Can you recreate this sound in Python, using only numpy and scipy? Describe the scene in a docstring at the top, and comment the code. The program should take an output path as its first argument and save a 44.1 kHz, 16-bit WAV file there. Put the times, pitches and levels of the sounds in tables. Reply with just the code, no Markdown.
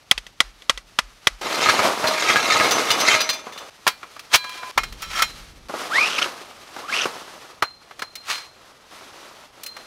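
"""Hammer blows, tumbling and clinking poles, a zip-like scrape and rustling cloth over a quiet wood's hush.
Short scenes of pitching a steel-frame tent, end to end: a peg hammered in, poles leaving their bag, two joints
pushed home, a pole slid through a woven sleeve, an elbow piece fitted. Steel is noise bursts and grit driving
decaying modes, cloth is shaped noise and crackle, the sleeve a thread-rate tone with hiss. Nearly mono; clips."""
import sys
import numpy as np
from scipy import signal
from scipy.fft import rfft, irfft, next_fast_len
from scipy.io import wavfile

SR = 44100
rng = np.random.default_rng(int(sys.argv[2]) if len(sys.argv) > 2 else 0)


def wrap_up_sound(samples):
    """Save the sound to the file named by the first command line argument, as 16-bit audio."""
    columns = np.atleast_2d(samples).T
    # keep every value between -1 and 1, then stretch to whole-number steps
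    tamed = np.clip(columns, -1, 1)
    steps = np.round(tamed * 32767).astype(np.int16)
    wavfile.write(sys.argv[1], SR, steps)


N = 434826
TIME = np.arange(N) / SR
SPLIT_HZ = 1330   # between dull and bright halves

# cloth noise spectrum: (frequency [Hz], relative level [dB])
CLOTH_SPECTRUM = [(47, -26), (80, -15), (287, 3), (649, 7), (1500, 5), (11600, -11.5), (15500, -23)]
# steel contact noise spectrum: (frequency [Hz], relative level [dB])
STEEL_SPECTRUM = [(250, -38.5), (1240, -19), (2180, -14), (5540, -20.5), (7130, -23), (11600, -30.5),
                  (15500, -56)]
# hammer blows on the peg: (time [s], strike level [dB])
HAMMER_BLOWS = [(0.1126, -10), (0.4039, -10), (0.696, -9.5), (0.988, -11), (1.271, -9)]
# knocks on the poles: (time [s], strike level [dB], dull part re strike level [dB])
POLE_KNOCKS = [(1.414, -35.5, 8), (3.8666, -20.5, 10.5), (3.8756, -15, -9), (4.0295, -44, 15),
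               (4.164, -46, 10), (4.193, -36, -3), (4.355, -13, -6), (4.442, -37.5, 9), (4.493, -35, -4),
               (4.63, -48.5, 22.5), (4.7764, -18.5, 7.5), (4.834, -28.5, -0.5), (4.924, -39, -6),
               (5.02, -35, -42), (5.221, -13.5, -0.5), (7.6233, -22.5, 11), (7.909, -49.5, 14),
               (7.9927, -35.5, 2), (8.02, -30, 7), (8.154, -32, -19), (9.634, -34, -47), (9.6628, -33, -37),
               (9.7657, -38, 5)]


def from_db(db):
    """Gain of a level in dB."""
    return 10 ** (np.asarray(db) / 20)


def rms_one(x):
    """Scale to rms 1."""
    return x / np.sqrt(np.mean(x ** 2) + 1e-20)


def gain_curve(rows):
    """Gain from (time [s], level [dB]) rows, linear in dB; -200 dB outside them."""
    rows = np.array(rows)
    return from_db(np.interp(TIME, rows[:, 0], rows[:, 1], left=-200, right=-200))


def drift(rate_hz):
    """Smoothed random signal, rms 1: noise through two equal one-pole low-passes."""
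    r = np.exp(-2 * np.pi * rate_hz / SR)
    settle = 9000   # samples
    noise = rng.standard_normal(N + settle)
    return rms_one(signal.lfilter([1], [1, -2 * r, r * r], noise)[settle:])


def level_db(hz, spectrum):
    """Spectrum level at hz, interpolated over log frequency."""
    points = np.array(spectrum)
    return np.interp(np.log(hz), np.log(points[:, 0]), points[:, 1])


def bin_hz(size):
    """FFT bin frequencies, at least 1 Hz."""
    return np.maximum(np.arange(size // 2 + 1) * SR / size, 1)


def filtered(x, spectrum):
    """x through a smooth zero-phase response."""
    length = x.shape[-1]
    size = next_fast_len(length)
    gain = from_db(level_db(bin_hz(size), spectrum))
    return irfft(rfft(x, size) * gain, size)[..., :length]


def coloured(x, spectrum):
    """Dull and bright halves of x shaped by a spectrum, each rms 1."""
    size = next_fast_len(len(x))
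    hz = bin_hz(size)
    shaped = rfft(x, size) * from_db(level_db(hz, spectrum))
    low = 1 / (1 + (hz / SPLIT_HZ) ** 4)
    dull = irfft(shaped * low, size)[:len(x)]
    bright = irfft(shaped * (1 - low), size)[:len(x)]
    return rms_one(dull), rms_one(bright)


def grains(per_s, spread_db):
    """Random clicks of uneven size and either sign, rms 1."""
    sizes = from_db(spread_db * np.minimum(rng.exponential(1, N), 4))
    signs = rng.choice([-1, 1], N)
    return rms_one(sizes * signs * (rng.random(N) < per_s / SR))


def ring(drive, hz, t60_s):
    """Two-pole resonator: a unit click starts a decaying sine of height 1."""
    r, w = from_db(-60 / (t60_s * SR)), 2 * np.pi * hz / SR
    return signal.lfilter([0, np.sin(w)], [1, -2 * r * np.cos(w), r * r], drive + 1e-18)


def clicks(times_s, db):
    """One impulse at each time."""
    out = np.zeros(N)
    out[np.round(np.asarray(times_s) * SR).astype(int)] = from_db(db)
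    return out


def cracks(events, halves, t60_s, tail_t60_s, tail_db):
    """Each contact is a noise burst with a sub-millisecond rise and fast decay, over a softer longer tail."""
    rows, out = np.array(events), 0
    fast, slow = from_db(-60 / (t60_s * SR)), from_db(-60 / (tail_t60_s * SR))
    rise = np.exp(-1 / (0.00087 * SR))
    for half, db in zip(halves, (rows[:, 1] + rows[:, 2], rows[:, 1])):
        hits = signal.lfilter([1 - rise], [1, -rise], clicks(rows[:, 0], db) + 1e-18)
        burst = signal.lfilter([1], [1, -fast], hits)
        tail = signal.lfilter([1], [1, -slow], hits)
        out = out + half * (burst + from_db(tail_db) * tail)
    return out


def wood():
    """Steady hush of the wood: shaped noise."""
    # hush spectrum: (frequency [Hz], relative level [dB])
    hush_spectrum = [(35, -42), (60, -5), (869, 2), (1480, -21), (6120, -14), (15500, -58)]
    return from_db(-62.5) * rms_one(filtered(rng.standard_normal(N), hush_spectrum))


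def wind():
    """Lumpy low-band noise on the microphone: a faint steady rumble and one gust."""
    # gust envelope: (time [s], level [dB])
    gust_rows = [(4.76, -39), (5.68, -48.5)]
    rumble_band = signal.butter(2, [28, 55], "band", fs=SR, output="sos")
    low_band = signal.butter(1, [30, 200], "band", fs=SR, output="sos")
    rumble = rms_one(signal.sosfilt(rumble_band, rng.standard_normal(N)))
    low = rms_one(signal.sosfilt(low_band, rng.standard_normal(N)))
    return gain_curve(gust_rows) * (rumble + from_db(-7.0) * low) + from_db(-60.5) * low


def soil():
    """Blows send a late slow wave through the ground; modes of opposite sign make it swell, then beat."""
    # soil modes under the microphone stand: (frequency [Hz], level re blow [dB], t60 [s])
    ground_modes = [(36, -28, 0.5), (46.3, -26, 0.38)]
    lag_s = 0.0306
    s, db = np.transpose(HAMMER_BLOWS)
    return sum((-1) ** k * ring(clicks(s + lag_s, db + mode_db), hz, t60_s)
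               for k, (hz, mode_db, t60_s) in enumerate(ground_modes))


def cloth():
    """Cloth and leaves: patchy hiss with low crackle from creases; soft thuds and snaps of cloth and poles."""
    # rustle envelopes, one list a scene: (time [s], level of bright part [dB])
    rustle_scenes = [
        [(0, -59.5), (1.408, -54.5)],
        [(1.412, -39), (1.7, -29.5), (3.1, -31), (3.45, -50), (3.7, -49.5)],
        [(3.705, -53.5), (4.3, -50), (4.55, -49), (4.713, -42)],
        [(4.718, -54), (5.0, -50.5), (5.3, -44), (5.48, -52), (5.68, -58.5)],
        [(5.685, -42.5), (5.86, -37.5), (6.34, -45), (6.6, -51), (7.09, -41), (7.612, -55)],
        [(7.616, -58), (8.86, -56), (8.92, -48), (9.35, -50.5), (9.52, -57.5), (9.86, -47.5)],
    ]
    # dull part re bright part, by scene: level [dB]
    rustle_dull_db = [-6, 5.5, -2.5, -7.5, 2.5, 2]
    # soft low thuds and snaps of cloth and settling poles:
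    # (time [s], strike level [dB], dull part re strike level [dB])
    thuds_and_snaps = [(3.468, -69, 43), (5.695, -57.5, 32), (5.738, -54, 32.5), (6.2585, -43, 21),
                       (6.763, -48, 20), (7.0552, -31, 14)]
    dull, bright = coloured(rng.standard_normal(N), CLOTH_SPECTRUM)
    crackle, _ = coloured(grains(500, spread_db=4), CLOTH_SPECTRUM)
    low = (dull + crackle) / np.sqrt(2)
    patchy = from_db(2.0 * drift(12))
    out = cracks(thuds_and_snaps, (dull, bright), t60_s=0.036, tail_t60_s=0.2, tail_db=-13)
    for rows, dull_db in zip(rustle_scenes, rustle_dull_db):
        low_gain = from_db(dull_db + 1.34 * drift(31))
        out += gain_curve(rows) * patchy * (bright + low_gain * low)
    return out


def sleeve():
    """One bump per thread gives a wavering tone that follows speed and roughens when fast, plus hiss."""
    # pole pushes: (start [s], length [s], first speed [threads/s], limit speed [threads/s],
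    #               time constant of speed change [s], push level [dB])
    pushes = [(5.885, .285, 500, 3050, 0.095, -1.5), (6.179, .012, 2200, 2800, .003, -13),
              (6.213, .013, 2400, 2900, .003, -13), (6.238, .008, 2400, 2800, .003, -18),
              (6.8, .06, 250, 1500, .04, -27), (6.872, 0.032, 800, 2000, 0.028, -14),
              (6.913, .016, 5200, 1800, .007, -18), (6.926, 0.12, 1900, 2760, 0.011, -12)]
    push_sag_db_per_s, tone_sag_db_per_s = 58, 25
    tone_stop_db_per_s, hiss_stop_db_per_s = 1500, 450
    break_hz, break_width_hz, broken_db = 2690, 50, -5   # threads blur into a scrape above break_hz
    out = 0
    dull, bright = coloured(rng.standard_normal(N), CLOTH_SPECTRUM)
    muffled = signal.lfilter(*signal.butter(1, 8000, fs=SR), bright)   # heard from inside the sleeve
    hiss = muffled + from_db(-5.0) * dull
    for start, length, first_hz, limit_hz, change_s, db in pushes:
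        since, past = np.maximum(TIME - start, 0), np.maximum(TIME - start - length, 0)
        progress = 1 - np.exp(-since / change_s)   # 0 to 1
        hz = first_hz + (limit_hz - first_hz) * progress
        broken = 1 / (1 + np.exp((break_hz - hz) / break_width_hz))
        wavering_hz = hz * (1 + .065 * progress ** 2 * drift(300))
        phase = 2 * np.pi * np.cumsum(wavering_hz) / SR
        tone = (1 - broken + broken * from_db(broken_db) * drift(400)) * np.sin(phase)
        tone += from_db(-17) * drift(300) * np.sin(2 * phase)
        tone += from_db(-15 + 5 * drift(200)) * np.sin(phase / 2)   # every other thread
        push = progress ** 2 * from_db(db - push_sag_db_per_s * np.minimum(since, length))
        tone_db = 3.5 * drift(60) - tone_sag_db_per_s * since - tone_stop_db_per_s * past
        hiss_db = -13.5 + 2.0 * drift(42) - hiss_stop_db_per_s * past
        out = out + push * (from_db(tone_db) * tone + from_db(hiss_db) * hiss)
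    return out


def rubbing():
    """Gain of steel rubbing on steel: each rub swells and fades, straight in dB."""
    # rubs: (loudest time [s], peak level [dB], swell over 50 dB [s], fade over 50 dB [s])
    rubs = [(4.346, -11, 0.047, 0.045), (4.58, -46, 1, 0.19), (5.03, -35.5, 0.054, 0.096),
            (5.191, -25, 0.23, 0.15), (8.303, -26, 0.1, 0.26)]
    return sum(from_db(db - 50 * np.maximum((s - TIME) / swell, (TIME - s) / fade))
               for s, db, swell, fade in rubs)


def clink_touches():
    """Time, level and pitch of every clink and its softer rebound."""
    # clinks among the tumbling poles: (time [s], strike level [dB], pitch struck hardest [Hz])
    clinks = [(1.545, -23.5, 4160), (1.661, -14.5, 1310), (1.688, -10.5, 1590), (1.748, -42, 4160),
              (1.7925, -12.5, 1270), (2.042, -10.5, 750), (2.0728, -17, 4200), (2.297, -15, 1500),
              (2.359, -12, 1550), (2.5501, -12.5, 900), (2.6, -11, 1480), (2.7098, -12.5, 5900),
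              (2.905, -11, 3470), (3.0013, -17, 5200), (3.1276, -21, 2580), (3.147, -18, 660),
              (3.206, -15, 4400), (3.2915, -14.5, 4060), (3.331, -26.5, 4940), (3.524, -36, 3200),
              (3.577, -31, 3570)]
    rebound_s, rebound_db = .009, -3
    s, db, hz = np.transpose(clinks)
    return np.r_[s, s + rebound_s], np.r_[db, db + rebound_db], np.r_[hz, hz]


def clink_rows():
    """Clinks as knock rows; the lower the pitch, the duller the contact."""
    s, db, hz = clink_touches()
    dull_db = 11 * np.log2(2 * SPLIT_HZ / hz)   # 11 dB per octave
    return list(zip(s, db - 8 - np.maximum(dull_db, 0), dull_db))


def clinking(modes, ring_db):
    """Each clink rings the modes near its own pitch."""
    narrow_db_per_oct = 15
    s, db, pitch = clink_touches()
    strength_db = rng.normal(0, 3, (len(s), len(modes)))
    out = 0
    for k, (hz, mode_db, t60_s) in enumerate(modes):
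        off_pitch_db = narrow_db_per_oct * np.abs(np.log2(hz / pitch))
        hit_db = db + ring_db + mode_db + strength_db[:, k] - off_pitch_db
        out = out + ring(clicks(s, hit_db), hz, t60_s)
    return out


def ringing(modes, effort, start_s, end_s, ring_db, per_s, order, freed_db_per_s=0):
    """Knocks (dull ones low modes, bright ones high) and small touches drive the modes; cut off at end_s."""
    s, db, dull_db = np.transpose(POLE_KNOCKS)
    a, b, out = round(start_s * SR), round(end_s * SR), np.zeros(N)
    knock_db = db + ring_db + freed_db_per_s * (s - start_s)
    high_db = -0.15 * np.maximum(dull_db, -25)   # brighter knocks ring high modes more
    freed = from_db(freed_db_per_s * (TIME - end_s))
    touches = (effort * freed * grains(per_s, spread_db=2.5))[a:b]
    at = np.flatnonzero(touches)
    strength_db = rng.normal(0, 2, (len(s), len(modes)))
    for k, (hz, mode_db, t60_s) in enumerate(modes):
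        tilt_db = dull_db if hz < 2 * SPLIT_HZ else high_db
        hit_db = knock_db + mode_db + tilt_db + strength_db[:, k]
        drive = rng.choice([-1, 1]) * clicks(s, hit_db)[a:b]
        share = rng.standard_normal(len(at))
        share = share * np.abs(share) ** order   # higher order: each touch picks out fewer modes
        drive[at] += touches[at] * share * from_db(mode_db) / np.sqrt(t60_s * SR)
        out[a:b] += ring(drive, hz, t60_s)
    return out


def ticks():
    """Knocks, clinks and rubs carry thin hiss above 6550 Hz, more on bright contacts."""
    high_pass = signal.butter(2, 6550, "high", fs=SR, output="sos")
    thin = rms_one(signal.sosfilt(high_pass, rng.standard_normal(N)))
    rows = [(s, db - 5.5 - 0.23 * dull_db, 0) for s, db, dull_db in POLE_KNOCKS + clink_rows()]
    tick = cracks(rows, (0, thin), t60_s=0.039, tail_t60_s=0.18, tail_db=-20)
    return tick + from_db(-13) * rubbing() * thin


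def heap_modes(count=110):
    """Unlike tubes damping each other: many short random modes, coloured like steel noise."""
    hz = np.exp(rng.uniform(np.log(250), np.log(13000), count))
    db = level_db(hz, STEEL_SPECTRUM)
    top_db = max(db)
    return list(zip(hz, db - top_db, rng.uniform(.03, .11, count)))


def bundle_ring(tumble, start_s, end_s):
    """Tumbling poles ring as a damped heap and as longer modes that strengthen as they leave the bag."""
    # bundle modes: (frequency [Hz], relative level [dB], t60 [s])
    bundle_modes = [(630, 1, .7), (935, -4, .8), (1265, 3, .16), (1650, -1, .15), (1950, -2, .15),
                    (2400, -2, .35), (2930, -3, .3), (3521, -7, .3), (4160, 0, .15), (4860, -6, .15),
                    (5880, -8, .25), (6210, -7, .4), (11400, -17, .2)]
    heap = heap_modes()
    out = clinking(heap, ring_db=-16) + clinking(bundle_modes, ring_db=-6)
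    out += ringing(heap, from_db(3) * tumble, start_s, end_s, ring_db=-26, per_s=220, order=1)
    return out + ringing(bundle_modes, from_db(5) * tumble, start_s, end_s, ring_db=-18.5, per_s=350,
                         order=1, freed_db_per_s=3.0)


def joint_ring(rub, start_s, end_s):
    """Hands damp the joint, low modes most, until it is home; then it rings free."""
    # joint modes: (frequency [Hz], relative level [dB], undamped t60 [s])
    joint_modes = [(1010, -5, 2.0), (1017, 1, 2.5), (1642, 1, 1.0), (2388, -4, 1.2), (3240, -3, .12),
                   (4043, -8, .6), (4430, -11, .25)]
    home_s, held_low_t60_s, held_high_t60_s = 4.3, .14, .25
    held = [(hz, db, min(t60_s, held_low_t60_s if hz < 2000 else held_high_t60_s))
            for hz, db, t60_s in joint_modes]
    out = ringing(held, rub, start_s, home_s, ring_db=-15, per_s=1500, order=0)
    return out + ringing(joint_modes, from_db(-7) * np.sqrt(rub), home_s, end_s, ring_db=-16,
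                         per_s=1500, order=0)


def poles():
    """Contact cracks, clumped grit from rubbing and tumbling, and the ringing of each piece."""
    # poles jostling as they slide from the bag: (time [s], effort [dB])
    tumble_rows = [(1.41, -49), (1.69, -26.5), (2.0, -56), (2.15, -31), (2.5, -33), (2.97, -40),
                   (3.135, -24.5), (3.25, -44.5), (3.65, -62)]
    # second joint modes: (frequency [Hz], relative level [dB], t60 [s])
    slider_modes = [(1335, 10, .06), (1740, 2, .06), (2150, 4, .15), (2460, 5, .12), (3176, 3, .12),
                    (4016, -9, .45), (4167, -8, .27), (5550, -3, .12), (7100, -8, .15), (11500, -14, .13)]
    # elbow piece modes: (frequency [Hz], relative level [dB], t60 [s])
    elbow_modes = [(4130, -19.5, 0.55), (4163, -13, 0.4)]
    bundle_s, joint_s, slider_s, sleeve_s, elbow_s = 1.41, 3.7, 4.715, 5.68, 7.6   # scene starts
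    noise = coloured(rng.standard_normal(N), STEEL_SPECTRUM)
    out = cracks(POLE_KNOCKS + clink_rows(), noise, t60_s=0.05, tail_t60_s=0.19, tail_db=-21)
    dull, bright = coloured(grains(4000, spread_db=2.5), STEEL_SPECTRUM)
    rub = rubbing()
    tumble = gain_curve(tumble_rows) * from_db(3 * drift(11))   # comes in clumps
    grit_gain = (rub + from_db(-4) * tumble) * from_db(2 * drift(25))
    out += grit_gain * (from_db(-3) * dull + bright)
    out += bundle_ring(tumble, bundle_s, joint_s) + joint_ring(rub, joint_s, slider_s)
    out += ringing(slider_modes, from_db(3) * rub, slider_s, sleeve_s, ring_db=-12.5, per_s=1500, order=0)
    return out + ringing(elbow_modes, from_db(13) * rub, elbow_s, N / SR, ring_db=2.5, per_s=680, order=0)


def with_dull(events, dull_db):
    """Add one common dull share to (time, level) rows."""
    return [(s, db, dull_db) for s, db in events]


def hammer():
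    """Blows and light bounces crack, and the held peg rings briefly in a few modes."""
    # light touches of hammer and peg between blows: (time [s], strike level [dB])
    bounces = [(0.178, -23), (0.2664, -37), (0.6212, -41), (0.7755, -29)]
    # peg modes: (frequency [Hz], level re strike [dB], t60 [s])
    peg_modes = [(541, -11.5, 0.036), (1985, -5.5, 0.041), (3260, 8, 0.0084)]
    hits = with_dull(HAMMER_BLOWS, -1) + with_dull(bounces, -9)
    s, db, _ = np.transpose(hits)
    noise = coloured(rng.standard_normal(N), STEEL_SPECTRUM)
    out = cracks(hits, noise, t60_s=0.029, tail_t60_s=0.36, tail_db=-35.0)
    strength_db = rng.normal(0, 4.3, (len(s), len(peg_modes)))
    for k, (hz, mode_db, t60_s) in enumerate(peg_modes):
        out += ring(clicks(s, db + mode_db + strength_db[:, k]), hz, t60_s)
    return out


def scene():
    """Handling sounds lose their bass; soil, wind and the wood are added, then a faint flickering left-right
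    difference."""
    high_pass = signal.butter(3, 75, "high", fs=SR, output="sos")
    handled = signal.sosfilt(high_pass, cloth() + sleeve() + ticks() + poles() + hammer())
    mid = wood() + wind() + soil() + handled
    treble_lifted = mid + 2.46 * np.diff(mid, prepend=0)
    side = from_db(-33) * treble_lifted * drift(200)
    return np.array([mid + side, mid - side])


def record(dry):
    """The microphone colours, peaks beyond full scale clip, the top is cut."""
    # microphone response: (frequency [Hz], gain [dB])
    mic_response = [(900, -2), (1280, 2.5), (1520, -1.5), (4200, 3.5), (6200, 3), (7300, -0.5)]
    clipped = np.clip(filtered(dry, mic_response), -1, 1)
    top_cut = signal.cheby2(14, 70, 16600, fs=SR, output="sos")   # 70 dB down from 16.6 kHz
    return signal.sosfilt(top_cut, clipped)


dry = scene()
out = record(dry)
wrap_up_sound(out)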